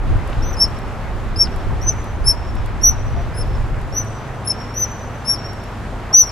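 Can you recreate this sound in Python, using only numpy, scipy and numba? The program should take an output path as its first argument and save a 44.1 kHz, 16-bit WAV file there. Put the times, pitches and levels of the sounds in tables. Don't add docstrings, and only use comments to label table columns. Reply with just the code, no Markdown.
import sys
import numpy as np
from scipy import signal
from scipy.fft import rfft, irfft, next_fast_len
from scipy.io import wavfile
from scipy.ndimage import uniform_filter1d
from numba import njit

SR = 44100
rng = np.random.default_rng(int(sys.argv[2]) if len(sys.argv) > 2 else 0)


def output_pcm(signal):
    pcm = np.clip(np.atleast_2d(signal).T, -1, 1) * 32767
    wavfile.write(sys.argv[1], SR, np.round(pcm).astype(np.int16))


N = 278271
T = np.arange(N) / SR
LEFT_RIGHT = np.array([[1], [-1]])

# frequency in Hz, relative density in dB per Hz.
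RIVER_COLOUR = [(20, -12), (70, 13), (125, 5.5), (190, 4.5), (300, 0.5), (480, 0), (750, 0.5), (1300, -3.5),
                (2000, -10), (3000, -17.5), (4500, -24.5), (7500, -31), (10000, -37.5), (14000, -40.5)]
# frequency in Hz, side minus mid in dB.
RIVER_WIDTH = [(60, -31), (250, -10), (550, -14), (1200, -10), (2500, -8), (6000, -4), (12000, 1)]
# time in s, level of its 300-3000 Hz middle in dB.
RUSH_LEVEL = [(0, -35), (.1, -32), (.4, -31.5), (1.25, -33), (1.73, -32.5), (2.02, -33), (2.15, -34.5),
              (2.3, -34), (3.17, -33), (3.74, -33.5), (6.05, -33)]
# start in s, end in s, pitch in Hz, mean level in dB.
FAR_HUMS = [(0, 6.4, 105.1, -35), (0, 6.4, 237.1, -46.5), (0, 5.8, 212.9, -49), (2.6, 4.18, 107.4, -34.5),
            (2.6, 5.6, 130.2, -39.5), (4.53, 6.9, 43.48, -37.5)]
# time in s, level in dB.
BREEZE = [(0, -22), (1.1, -26.5), (3.85, -24.5), (4.05, -33), (4.7, -38.5), (6.31, -37)]
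# time in s, level at the peak in dB.
GUSTS = [(.13, -15), (.41, -21), (1.42, -22.5), (1.7, -19.5), (1.88, -23), (2.26, -17), (2.55, -21.5),
         (2.9, -23), (3.17, -22), (3.57, -21.5), (3.74, -23)]
# frequency in Hz, relative density in dB per Hz.
WIND_COLOUR = [(10, -15), (22, 4.5), (45, 3), (80, -3.5), (130, -10), (200, -23.5), (400, -22.5),
               (2000, -101)]
# time in s, peak in dB relative to the ticks' common gain.
CLEAR_TICKS = [(.172, -41), (.19, -45), (.275, -35), (.299, -40), (.6818, -36), (.701, -44), (.788, -35),
               (1.5614, -34), (1.9345, -42), (2.042, -34.5), (2.553, -36), (2.66, -32.5), (3.4745, -42),
               (3.8142, -39), (4.0467, -36), (5.5324, -34), (5.6381, -36), (6.216, -24), (6.2716, -37)]
# time in s, peak in dB relative to the slaps' common gain, centre in Hz.
SLAPS = [(0.3293, -21, 2000), (1.199, -30, 1900), (1.472, -23.5, 1900), (1.562, -30, 1700),
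         (2.5666, -31, 2100), (3.164, -35, 2100), (3.3243, -30, 1990), (3.7438, -28, 1900),
         (4.6115, -28, 2100), (5.156, -32, 2200), (5.223, -26.5, 1900), (5.9511, -32, 1590),
         (6.15, -23, 2600)]
# near 5.5 kHz, it sounds mostly as ringing from the banks.
SQUEAKS = [ (.421, 0.13, 6060, 640, 170, 0.65, 180, .018, .11, .004, .004, .005, -36.5, -70, -78, 2.5, 1.5, 4.5, -58),
           (0.565, 0.1, 5480, 170, 300, 0.64, 330, 0.043, .081, 0.0053, .0038, .012, -35, -11.2, -33, 1.5, 2.5, 6, -44),
           (1.358, .106, 5505, 330, 280, 0.59, 620, .042, 0.072, 0.0047, 0.006, .01, -31, -8.5, -34, 1.5, 2, 4, -44),
           (1.813, .12, 6040, 600, 20, 0.7, 248, 0.063, 0.096, 0.0039, 0.0025, .01, -35.5, -17.5, -81, 3, 2.4, 1, -40.5),
           (2.24, .1, 5453, 260, 300, 0.61, 171, 0.027, 0.076, 0.0029, 0.0068, 0.017, -39, -12.5, -21, 1.7, 2.5, 4.5, -42),
           (2.811, 0.12, 5953, 274, 300, 0.88, 120, 0.025, 0.087, 0.0015, 0.0017, 0.011, -34, -9.5, -29.5, 0.9, 0, 8.8, -40.5),
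           (3.337, 0.1, 5366, 80, 310, 0.78, 200, 0.033, 0.098, .003, .002, .014, -50, -40, -38.5, 3.5, 4, 5.7, -52),
           (3.922, .118, 6005, 240, 410, 0.63, 170, .047, 0.069, 0.0065, .013, 0.018, -40, -14, -40, 2, 1.5, 6, -35),
           (4.441, .093, 5390, 150.4, 190, 0.63, 60, .033, .078, .00078, .0011, .012, -50, -16, -25, 2, 4, 5, -59),
           (4.468, 0.07, 5530, 100, 102, 0.66, 100, 0.035, 0.061, .003, .0047, .02, -60, -48, -54, 2.5, 2, 2, -35),
           (4.736, 0.13, 6055, 310, 330, 0.57, 330, 0.039, .11, .0062, .0017, .007, -40, -16.5, -39, 0.7, 2.5, 6, -35.5),
           (5.247, 0.12, 5544, 230, 160, 0.66, 230, 0.034, 0.085, .007, 0.014, 0.011, -45, -16, -24.5, 2, 5.6, 3, -36),
           (6.127, 0.12, 5986, 400, 180, .5, 300, .018, .094, 0.0036, 0.0038, 0.0086, -24.5, -0.8, -26.5, .6, 2, -1, -40),
           (6.188, 0.12, 5710, 250, 520, .56, 380, 0.069, 0.11, .005, .006, 0.013, -37, -31, -67, 2.5, 1, 1, -37.5)]
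# time in s, dip in dB, half length in s.
DIPS = [(0.522, -20, 0.0066), (3.392, -5, 0.0029), (4.475, -6.5, .008), (4.49, -18, 0.0072),
        (4.793, -11, 0.0095), (4.813, -7, 0.0068)]
# delay in s, level in dB, left minus right in dB.
NEAR_ECHOES = [(.014, -24, 20), (0.025, -27.5, -8), (.038, -34, 12)]
# time in s, level in dB, half length in s.
RASPS = [(1.44, -38.5, .005), (2.91, -36, .0015), (4.518, -34.5, .004), (4.804, -41, 0.0073),
         (5.336, -44, 0.0089)]
# time in s, centre in Hz, level of each bubble in dB.
GURGLES = [(1.7, 887, -29), (5.92, 760, -35), (6.085, 850, -29)]
# start in s, end in s,
# start pitch in Hz, end pitch in Hz, level at the middle in dB.
FAINT_NOTES = [(2.314, 2.368, 936, 974, -34.5), (3.157, 3.234, 695, 688, -33.5),
               (3.996, 4.182, 8400, 7850, -60)]
# middle in s, delay of the squeak's tone in s, half length in s,
# level in dB.
RINGING_SWELLS = [(2.505, 0.19, 0.046, -6), (2.58, .29, .03, -11), (3.072, .2, 0.026, -18),
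                  (3.2, .33, .04, -15), (3.55, 0.14, .04, -2), (4.612, .1, .018, 0), (4.916, .11, 0.02, -5),
                  (5.455, .15, 0.022, -0.5)]

GUST_S = 0.06
JITTER = .0026
SCOOP_S, DROP_HZ, DROP_S = .036, 1300, .005
OCTAVE_PEAK = 0.55
OCTAVE_LAG_S = 0.0033
TOP_HZ = 14400


def undb(db):
    return 10 ** (np.asarray(db) / 20)


def unit(x):
    return x / np.sqrt(np.mean(x ** 2))


def curve(rows):
    return np.interp(T, *np.transpose(rows))


def bell(centre_s, half_s):
    return np.exp(-((T - centre_s) / half_s) ** 2)


def delayed(x, delay_s):
    return np.pad(x, (int(delay_s * SR), 0))[:N]


def at_hz(rows, hz):
    f, value = np.transpose(rows)
    return np.interp(np.log(np.maximum(hz, 1)), np.log(f), value)


def colour(x, rows):
    size = next_fast_len(N)
    gain = undb(at_hz(rows, np.fft.rfftfreq(size, 1 / SR)))
    return irfft(rfft(x, size) * gain, size)[..., :N]


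def band(x, lo_hz, hi_hz):
    edges = [lo_hz, min(hi_hz, SR / 2 - 1)]
    return signal.sosfilt(signal.butter(3, edges, "band", fs=SR, output="sos"), x)


def walk(rate):
    hold = max(int(SR / rate), 1)
    steps = np.repeat(rng.standard_normal(N // hold + 1), hold)
    return unit(uniform_filter1d(uniform_filter1d(steps, hold), hold)[:N])


def river(flicker_db=0.83):
    water = 0
    for low_hz in 22 * 2. ** np.arange(10):
        flicker = undb(flicker_db * walk(22.134))
        water = water + flicker * band(rng.standard_normal((2, N)), low_hz, 2 * low_hz)
    mid, side = colour(water, RIVER_COLOUR)
    side = colour(side, RIVER_WIDTH)
    rush = np.std(band(mid, 300, 3000))
    return (mid + LEFT_RIGHT * side) / rush * undb(curve(RUSH_LEVEL))


def far_hum(drift=0.00969, waver_db=2, fade_s=0.052):
    hum = 0
    for start, end, hz, db in FAR_HUMS:
        running = np.clip(np.minimum(T - start, end - T) / fade_s, 0, 1)
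        phase = 2 * np.pi * np.cumsum(hz * (1 + drift * walk(8))) / SR
        level = np.sqrt(2) * undb(db + waver_db * walk(8.8))
        hum = hum + running * level * np.sin(phase)
    return hum


def wind(side_db=-4.5, eddy_db=1):
    mid, side = (unit(colour(rng.standard_normal(N), WIND_COLOUR)) for _ in range(2))
    power = undb(curve(BREEZE)) ** 2
    power = power + sum(undb(db) ** 2 * bell(s, GUST_S) for s, db in GUSTS)
    eddies = undb(eddy_db * walk(15))
    return (mid + undb(side_db) * side * LEFT_RIGHT) * np.sqrt(power) * eddies


def plip(hz, cycles, glide):
    t = T[:SR // 25]
    age = t * hz / cycles
    return np.exp(-age) * np.sin(2 * np.pi * hz * t * (1 + glide * np.tanh(age) / 2))


def bubbles(count=220, level_db=-43, scatter_db=2.5, low_hz=700, high_hz=2800, cycles=7, glide=0.088):
    out = np.zeros((2, N + SR))
    for when, size, place, strength in rng.random((count, 4)):
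        hz = low_hz * (high_hz / low_hz) ** size
        ring, i = plip(hz, cycles, glide), int(when * N)
        level = undb(level_db - scatter_db * np.log(1 - strength)) * np.sqrt(low_hz / hz)
        out[:, i:i + len(ring)] += level * ring * (1 + LEFT_RIGHT * (place - .5))
    return out[:, :N]


def ticks(per_s=25, small_db=-50, scatter_db=3, ring_s=0.0032, clear_db=3):
    hits = (rng.random(N) < per_s / SR) * undb(small_db + scatter_db * rng.standard_normal(N))
    for s, db in CLEAR_TICKS:
        hits[int(s * SR)] += undb(db + clear_db)
    t = T[:SR // 20]
    fizz = band(rng.standard_normal((2, len(t))) * np.exp(-t / ring_s), 3500, 13000)
    return signal.fftconvolve(hits[None], fizz / np.abs(fizz).max(), axes=1)[:, :N]


def slaps(level_db=-1, ring_s=0.0034):
    out = 0
    for s, db, hz in SLAPS:
        burst = rng.standard_normal(N) * (T >= s) * np.exp(-np.abs(T - s) / ring_s)
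        splash = band(burst, hz / 2.5, hz * 1.44)
        out = out + undb(db + level_db) * splash / np.abs(splash).max()
    return out


def arch(t, length, top_hz, scoop_hz, climb_hz, crest, sag_hz):
    u = t / length
    rise = np.maximum(1 - u / crest, 0)
    fall = np.maximum((u - crest) / max(1 - crest, .05), 0)
    scoop = np.maximum(1 - t / SCOOP_S, 0) ** 2
    drop = np.exp((t - length) / DROP_S)
    return top_hz - scoop_hz * scoop - climb_hz * rise ** 1.5 - sag_hz * fall ** 2 - DROP_HZ * drop


def otters(octave_flutter_db=3, rise_s=0.0047, air_db=-34.5, lead=0.41, octave_lead=-0.72, dome=3.15,
           thin_octave_db=-21):
    direct, spread = np.zeros((2, N)), np.zeros(N)
    waver, octave_flutter = walk(450), walk(280)
    flutter = (walk(170) + walk(420)) / np.sqrt(2)
    dip_db = sum(db * bell(s, half_s) for s, db, half_s in DIPS)
    skirt = band(rng.standard_normal(N), 4200, 7260) + band(rng.standard_normal(N), 8700, 11300)
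    air = undb(air_db) * unit(skirt)
    for (start, length, top_hz, scoop_hz, climb_hz, crest, sag_hz, full_from, full_until, attack, release,
         fade_s, thin_db, loud_db, octave_db, rough_db, pan_db, octave_pan_db, bank_db) in SQUEAKS:
        i = np.flatnonzero((T >= start) & (T < start + length))
        t = T[i] - start
        hz = arch(t, length, top_hz, scoop_hz, climb_hz, crest, sag_hz) * (1 + JITTER * waver[i])
        phase = 2 * np.pi * np.cumsum(hz) / SR
        gate = np.minimum(t / rise_s, 1) * np.minimum((length - t) / fade_s, 1)
        core = 1 / (1 + np.exp((full_from - t) / attack)) / (1 + np.exp((t - full_until) / release))
        rough = undb(rough_db * flutter[i])
        effort = (undb(thin_db) + core * undb(loud_db)) * undb(dip_db[i]) * rough
        tone = effort * undb(LEFT_RIGHT * pan_db / 2) * np.sin(phase + LEFT_RIGHT * lead / 2)
        swell = np.exp(-dome * (2 * (t / length - OCTAVE_PEAK)) ** 2)
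        swell = swell / (1 + np.exp((t - full_until - OCTAVE_LAG_S) / release))
        brightness = swell * undb(octave_db) + undb(thin_db + thin_octave_db)
        brightness = brightness * undb(octave_flutter_db * octave_flutter[i])
        octave = np.sin(2 * phase + LEFT_RIGHT * octave_lead / 2)
        octave = brightness * undb(LEFT_RIGHT * octave_pan_db / 2) * octave
        hiss = rough_db * undb((loud_db + octave_db + LEFT_RIGHT * pan_db) / 2) * core * air[i]
        direct[:, i] += np.sqrt(2) * gate * (tone + octave + hiss)
        call = np.sin(phase) + undb(-23.5) * np.sin(2 * phase)
        spread[i] += np.sqrt(2) * undb(bank_db) * gate * core ** 0.73 * rough * call
    return direct, spread


def near_bank(x):
    mono = x.mean(axis=0)
    return sum(undb(db + LEFT_RIGHT * pan_db / 2) * delayed(mono, delay_s)
               for delay_s, db, pan_db in NEAR_ECHOES)


def banks(x, t60_s=1.0, build_s=0.04, level_db=-3, flutter_db=1.4, flutter_per_s=90):
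    t = T[:SR]
    envelope = (1 - np.exp(-t / build_s)) * np.exp(-np.log(1000) * t / t60_s)
    mid, side = rng.standard_normal((2, SR)) * envelope
    echoes = (mid + 0.69 * side * LEFT_RIGHT) / np.sqrt(np.sum(mid ** 2))
    ringing = signal.fftconvolve(x[None], echoes, axes=1)[:, :N]
    return undb(level_db + flutter_db * walk(flutter_per_s)) * ringing


def rasps(low_hz=4700, high_hz=6900, octave_db=-10):
    noise = rng.standard_normal(N)
    rasp = unit(band(noise, low_hz, high_hz)) + undb(octave_db) * unit(band(noise, 8400, 12200))
    return rasp * sum(undb(db) * bell(s, half_s) for s, db, half_s in RASPS)


def gurgles(count=8, length_s=.05, octaves=1, cycles=6, glide=0.15):
    out = np.zeros(N + SR)
    for s, centre_hz, db in GURGLES:
        for when, size in rng.random((count, 2)):
            ring = plip(centre_hz * 2 ** (octaves * (size - .5)), cycles, glide)
            i = int((s + when * length_s) * SR)
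            out[i:i + len(ring)] += undb(db) * ring
    return out[:N]


def faint_notes(waver=0.0059):
    notes = 0
    for start, end, start_hz, end_hz, db in FAINT_NOTES:
        u = np.clip((T - start) / (end - start), 0, 1)
        hz = (start_hz + (end_hz - start_hz) * u) * (1 + waver * walk(74))
        swell = 2 * np.sqrt(2 * u * (1 - u))
        notes = notes + swell * undb(db) * np.sin(2 * np.pi * np.cumsum(hz) / SR)
    return notes


def ringing_swells(x):
    return sum(undb(db) * bell(s, half_s) * delayed(x, delay_s) for s, delay_s, half_s, db in RINGING_SWELLS)


def scene():
    direct, spread = otters()
    ringing = near_bank(direct) + banks(spread) + ringing_swells(spread)
    water = river() + bubbles() + slaps() + gurgles()
    return direct + rasps() + ringing + water + ticks() + wind() + far_hum() + faint_notes()


@njit
def follow(x, attack, release):
    out, e = np.empty(len(x)), 0.
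    for i in range(len(x)):
        e += (x[i] - e) * (attack if x[i] > e else release)
        out[i] = e
    return out


def record(dry, ceiling=0.81, attack_s=0.00013, release_s=0.024):
    peak = follow(np.abs(dry).max(axis=0), 1 / (1 + attack_s * SR), 1 / (1 + release_s * SR))
    held = dry * ceiling / np.maximum(peak, ceiling)
    return signal.sosfilt(signal.ellip(8, .2, 70, TOP_HZ, fs=SR, output="sos"), held)


dry = scene()
out = record(dry)
output_pcm(out)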